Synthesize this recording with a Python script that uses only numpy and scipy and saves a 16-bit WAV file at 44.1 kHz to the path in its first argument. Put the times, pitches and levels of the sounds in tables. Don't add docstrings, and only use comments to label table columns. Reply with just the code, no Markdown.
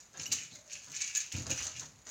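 import sys
import numpy as np
from scipy import signal
from scipy.fft import rfft, irfft
from scipy.io import wavfile

SR = 44100
rng = np.random.default_rng(int(sys.argv[2]) if len(sys.argv) > 2 else 0)


def put_to_file(sound):
    columns = np.atleast_2d(sound).T
    safe = np.clip(columns, -1, 1)
    whole_steps = np.round(safe * 32767)
    wavfile.write(sys.argv[1], SR, whole_steps.astype(np.int16))


N = 92610

# time_s, level_db
HIDE_SLIDE = [(0, -57), (.12, -62), (.22, -36.5), (.3, -53.5), (.35, -31.5), (.38, -49), (.44, -45.5),
              (.49, -68), (.55, -45), (.64, -64.5), (.73, -42), (.79, -53), (.9, -51), (.95, -41),
              (1.13, -43.5), (1.22, -37), (1.29, -57), (1.34, -41.5), (1.41, -42.5), (1.45, -50),
              (1.52, -38.5), (1.65, -38), (1.73, -52.5), (1.8, -40), (1.91, -60), (2.04, -63), (2.1, -39)]
# freq_hz, gain_db
CRACKLE_EQ = [(300, -68), (1500, -13), (3300, -15), (4300, -6.5), (5300, -9.5), (6100, 0), (6800, 3.5),
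              (7200, -3.5), (7800, -13), (8700, -22.5), (11000, -29.5), (16000, -27)]
# start_s, length_s, level_db
FOLD_CREAKS = [(0.298, 0.22, -42.5), (0.68, 0.21, -51), (0.921, 0.13, -47), (0.984, 0.24, -44.5),
               (1.14, 0.19, -42.5), (1.309, 0.13, -43), (1.494, 0.068, -40.5), (1.571, 0.069, -39),
               (1.684, 0.14, -53), (1.751, 0.039, -44)]
# start_s, level_db, ring_offset_db
CREASE_SNAPS = [(0.1961, -43.5, -1), (0.2124, -48.5, -2), (0.2305, -41, -21), (0.255, -43, -3),
                (0.3151, -36, -5.5), (0.511, -57.5, -1.5), (0.7296, -40, -28), (0.752, -50.5, 5.5),
                (0.9625, -36.5, -33), (.9695, -43, -27), (1.01, -42, -13), (1.017, -30, -33),
                (1.04, -38.5, -7), (1.075, -39.5, -6), (1.157, -33, -9), (1.202, -34.5, -14),
                (1.5111, -34, -4), (1.6658, -35, -21), (1.7938, -39.5, -20), (2.0672, -47, -18)]
# freq_hz, gain_db
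SNAP_EQ = [(200, -46), (800, -37.5), (1400, -18.5), (3400, -11), (4200, -0.5), (5300, -5), (6400, 9),
           (7200, 5.5), (7800, -5), (8600, -17.5), (11500, -30), (16000, -52)]
# freq_hz, gain_db
RING_EQ = [(500, -31.5), (1200, -21), (1700, -8), (2050, -4.5), (2350, 3), (2800, 4), (3300, -5),
           (4200, -10.5), (6000, 0), (16000, -78)]
# start_s, length_s, level_db, pitch_hz
HIDE_SQUEAKS = [(0.142, 0.059, -56, 1710), (0.504, 0.11, -55, 4100), (0.534, 0.34, -64.5, 597),
                (0.728, 0.054, -64.5, 10600)]
# start_s, level_db, edge_offset_db
TOY_CLICKS = [(0.3207, -28, -23), (0.3266, -25.5, -13.5), (0.917, -45, -14), (1.1496, -31.5, -21),
              (1.167, -34, -12), (1.173, -37.5, -6.5), (1.3222, -37.5, -14.5), (1.4657, -39.5, -36),
              (1.503, -34.5, -13)]
# freq_hz, gain_db
EDGE_EQ = [(2000, -21.5), (9500, -4), (12000, -6), (15000, -0.5)]
# start_s, pitch_hz, level_db, t60_s
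TOY_CLINKS = [(0.1957, 5300, -30, 0.0099), (.256, 6100, -35, 0.019), (.256, 2940, -49.5, .3),
              (0.262, 12900, -56, 0.16), (0.2626, 2830, -35, 0.023), (0.2636, 5760, -28.5, 0.018),
              (.3222, 4830, -23, 0.014), (1.004, 2308, -45, 0.42), (1.158, 1688, -45.5, 0.21),
              (1.17, 6680, -25.5, .09), (1.4665, 4950, -33, 0.014), (1.512, 6720, -31.5, 0.099)]
# start_s, strength_db, contact_s
FRAME_BLOWS = [(0.353, -45, 0.0024), (1.339, -26, 0.00615), (1.349, -23, 0.005), (1.381, -27, 0.0034),
               (1.404, -30.5, 0.0034), (1.503, -37, 0.00084), (1.521, -32, 0.0016)]
# pitch_hz, gain_db, t60_s
FRAME_MODES = [(88.4, -2, 0.22), (118.4, -4, 0.16), (179, -9.5, 0.05), (248, 1.5, 0.06), (296, -1.5, 0.083),
               (516, 2, 0.18)]
# start_s, length_s, level_db
WEIGHT_SHIFTS = [(0.177, 0.17, -52), (0.275, 0.29, -54.5), (0.512, 0.11, -55.5), (0.715, 0.18, -67),
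                 (0.87, 0.27, -61), (1.326, 0.23, -46), (1.46, 0.17, -46), (1.736, 0.32, -55)]
# freq_hz, gain_db
CUSHION_EQ = [(30, -30), (60, -9), (100, -1), (145, 1.5), (200, -11), (270, -5.5), (380, -18.5), (900, -25),
              (3000, -51)]
# start_s, length_s, level_db
SEAT_SINKS = [(1.393, 0.2, -42), (1.58, 0.19, -47.5), (1.713, 0.57, -60.5)]
# start_s, length_s, level_db
SLEEVE_BRUSHES = [(0.129, 0.26, -53.5), (0.319, 0.035, -47.5), (0.864, 0.13, -58), (1.305, 0.44, -55.5),
                  (1.457, 0.047, -48), (1.486, 0.12, -48.5), (1.601, 0.045, -47), (1.645, 0.12, -48.5),
                  (1.81, 0.051, -48.5), (2.063, 0.056, -50.5)]
# freq_hz, gain_db
SLEEVE_EQ = [(100, -7), (400, -3.5), (560, 0.5), (850, -4.5), (1300, -1), (1750, -2), (2300, -7.5),
             (5000, -10), (16000, -54)]
# freq_hz, gain_db
FLOOR_EQ = [(20, -20), (45, 12.5), (130, 4.5), (300, -3.5), (600, -3), (2500, -7.5), (4500, -16.5),
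            (7500, -18), (16000, -26)]

CRACKLE_DB, SLIDE_HISS_DB, FLOOR_DB = -2.5, -19, -64.5
SLIP_S = 0.00044
SNAP_RISE_S, SNAP_S = 0.0025, 0.0052
CLICK_RISE_S, CLICK_S, CLICK_RING_DB = 0.0008, 0.0045, -14
CLINK_RISE_S, SINK_HZ = 0.0012, 70.5
CLINK_SPREAD, SQUEAK_WIDTH, SINK_WIDTH = 0.0364, 0.16, 0.9
ATTACK_SHARE, RELEASE_SHARE, SAG_DB = 0.11, 0.3, 18
EARLY_T60_S, EARLY_DB, REFLECTION_RISE_S = 0.055, -3, 0.0037
WALL_T60_S, WALL_DB, WALL_TOP_HZ = 0.36, -3, 8750
LOW_CUT_HZ, HIGH_CUT_HZ = 89, 15900


def leather(t):
    grain = amp(CRACKLE_DB) * slips(per_s=890, spread_db=5)
    hiss = amp(SLIDE_HISS_DB) * rng.standard_normal(N)
    fader = amp(np.interp(t, *np.array(HIDE_SLIDE).T))
    crackle = colour((grain + hiss) * fader, CRACKLE_EQ)
    creak = colour(slips(per_s=750, spread_db=4) * strokes(t, FOLD_CREAKS), RING_EQ)
    return crackle + creak


def crease_snaps():
    return sum(burst(start, db + layer_db, eq, SNAP_RISE_S, SNAP_S)
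               for start, db, ring_db in CREASE_SNAPS
               for layer_db, eq in [(0, SNAP_EQ), (ring_db, RING_EQ)])


def hide_squeaks(t):
    return sum(strokes(t, [(start, length, db)]) * resonance(hz, SQUEAK_WIDTH)
               for start, length, db, hz in HIDE_SQUEAKS)


def toy_clicks():
    return sum(burst(start, db + layer_db, eq, CLICK_RISE_S, CLICK_S)
               for start, db, edge_db in TOY_CLICKS
               for layer_db, eq in [(0, SNAP_EQ), (CLICK_RING_DB, RING_EQ), (edge_db, EDGE_EQ)])


def toy_clinks(t, modes=8):
    out = 0
    for start, hz, db, t60 in TOY_CLINKS:
        detune, phases = rng.random((2, modes))
        age = np.maximum(t - start, 0)
        envelope = np.minimum(age / CLINK_RISE_S, 1) * decay(age, t60)
        pitches = hz * (1 + CLINK_SPREAD * (2 * detune - 1))
        ring = envelope * sum(np.sin(2 * np.pi * (f * age + p)) for f, p in zip(pitches, phases))
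        out += amp(db) * ring * np.linalg.norm(envelope) / np.linalg.norm(ring)
    return out


def frame_thuds(t):
    force = np.zeros(N)
    for start, db, contact in FRAME_BLOWS:
        push = np.sin(np.pi * np.clip((t - start) / contact, 0, 1))
        force += amp(db) * push / push.sum()
    ring = sum(amp(db) * np.cos(2 * np.pi * hz * t) * decay(t, t60) for hz, db, t60 in FRAME_MODES)
    return signal.fftconvolve(force, ring)[:N] / 2


def cushions(t):
    rumble = colour(rng.standard_normal(N) * strokes(t, WEIGHT_SHIFTS), CUSHION_EQ)
    low_end = strokes(t, SEAT_SINKS) * resonance(SINK_HZ, SINK_WIDTH)
    return rumble + low_end


def sleeve(t):
    return colour(slips(per_s=2900, spread_db=2) * strokes(t, SLEEVE_BRUSHES), SLEEVE_EQ)


def room(x, t, places=20):
    age = t[:N // 4]
    wall_lowpass = signal.butter(1, WALL_TOP_HZ, fs=SR)
    position = t / t[-1] * (places - 1)
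    out = x.copy()
    for place in range(places):
        crossfade = np.cos(np.pi / 2 * np.clip(position - place, -1, 1))
        early = reflections(age, EARLY_T60_S, EARLY_DB)
        tail = signal.lfilter(*wall_lowpass, reflections(age, WALL_T60_S, WALL_DB))
        out += signal.fftconvolve(x * crossfade, early + tail)[:N]
    return out / np.sqrt(1 + amp(EARLY_DB) ** 2 + amp(WALL_DB) ** 2)


def reflections(age, t60, db):
    echoes = rng.standard_normal(len(age)) * np.minimum(age / REFLECTION_RISE_S, 1) * decay(age, t60)
    return amp(db) * echoes / np.linalg.norm(echoes)


def noise_floor():
    return amp(FLOOR_DB) * colour(rng.standard_normal(N), FLOOR_EQ)


def slips(per_s, spread_db):
    strength = amp(spread_db * np.minimum(rng.exponential(size=N), 4))
    triggers = rng.random(N) < per_s / SR
    age = np.arange(SR // 100) / SR
    power = np.convolve(triggers * strength ** 2, age * np.exp(-age / SLIP_S))[:N]
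    return unit(np.sqrt(power) * rng.standard_normal(N))


def strokes(t, rows):
    out = 0
    for start, length, db in rows:
        progress = np.clip((t - start) / length, 0, 1)
        fades = np.minimum(progress / ATTACK_SHARE, (1 - progress) / RELEASE_SHARE)
        out += amp(db - SAG_DB * (progress - ATTACK_SHARE)) * np.minimum(1, fades)
    return out


def burst(start, db, eq, rise_s, length_s):
    age = np.arange(SR // 20) / SR
    envelope = np.minimum(age / rise_s, 1) * np.exp(-(age / length_s) ** 4)
    phases = np.angle(rfft(rng.standard_normal(len(age)) * envelope))
    flat = irfft(np.exp(1j * phases), len(age))
    crack = colour(flat * np.sqrt(envelope), eq)
    crack *= amp(db) * np.sqrt(2 * length_s * SR / np.sum(crack ** 2))
    return np.pad(crack, (int(start * SR), N))[:N]


def resonance(hz, width):
    offset = 2 * (np.fft.rfftfreq(N, 1 / SR) - hz) / (width * hz)
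    return unit(irfft(rfft(rng.standard_normal(N)) / (1 + offset ** 2), N))


def colour(x, eq, taps=4096):
    hz, db = np.array(eq).T
    freqs = np.maximum(np.fft.rfftfreq(taps, 1 / SR), 1)
    gain = amp(np.interp(np.log(freqs), np.log(hz), db))
    cepstrum = irfft(np.log(gain))
    cepstrum[1:taps // 2] *= 2
    cepstrum[taps // 2 + 1:] = 0
    impulse = irfft(np.exp(rfft(cepstrum)))
    return signal.fftconvolve(x, impulse / np.linalg.norm(impulse))[:N]


def decay(age, t60):
    return np.exp(-np.log(1000) * age / t60)


def amp(db):
    return 10 ** (np.asarray(db) / 20)


def unit(x):
    return x / np.sqrt(np.mean(x ** 2))


def scene():
    t = np.arange(N) / SR
    bed = noise_floor()
    surface = leather(t) + sleeve(t) + crease_snaps() + toy_clicks() + hide_squeaks(t)
    return (room(surface, t) + toy_clinks(t) + cushions(t) + frame_thuds(t) + bed)[None]


def record(dry):
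    low_cut = signal.butter(2, LOW_CUT_HZ, "highpass", fs=SR, output="sos")
    high_cut = signal.ellip(10, .2, 70, HIGH_CUT_HZ, fs=SR, output="sos")
    return signal.sosfilt(high_cut, signal.sosfilt(low_cut, dry))


dry = scene()
out = record(dry)
put_to_file(out)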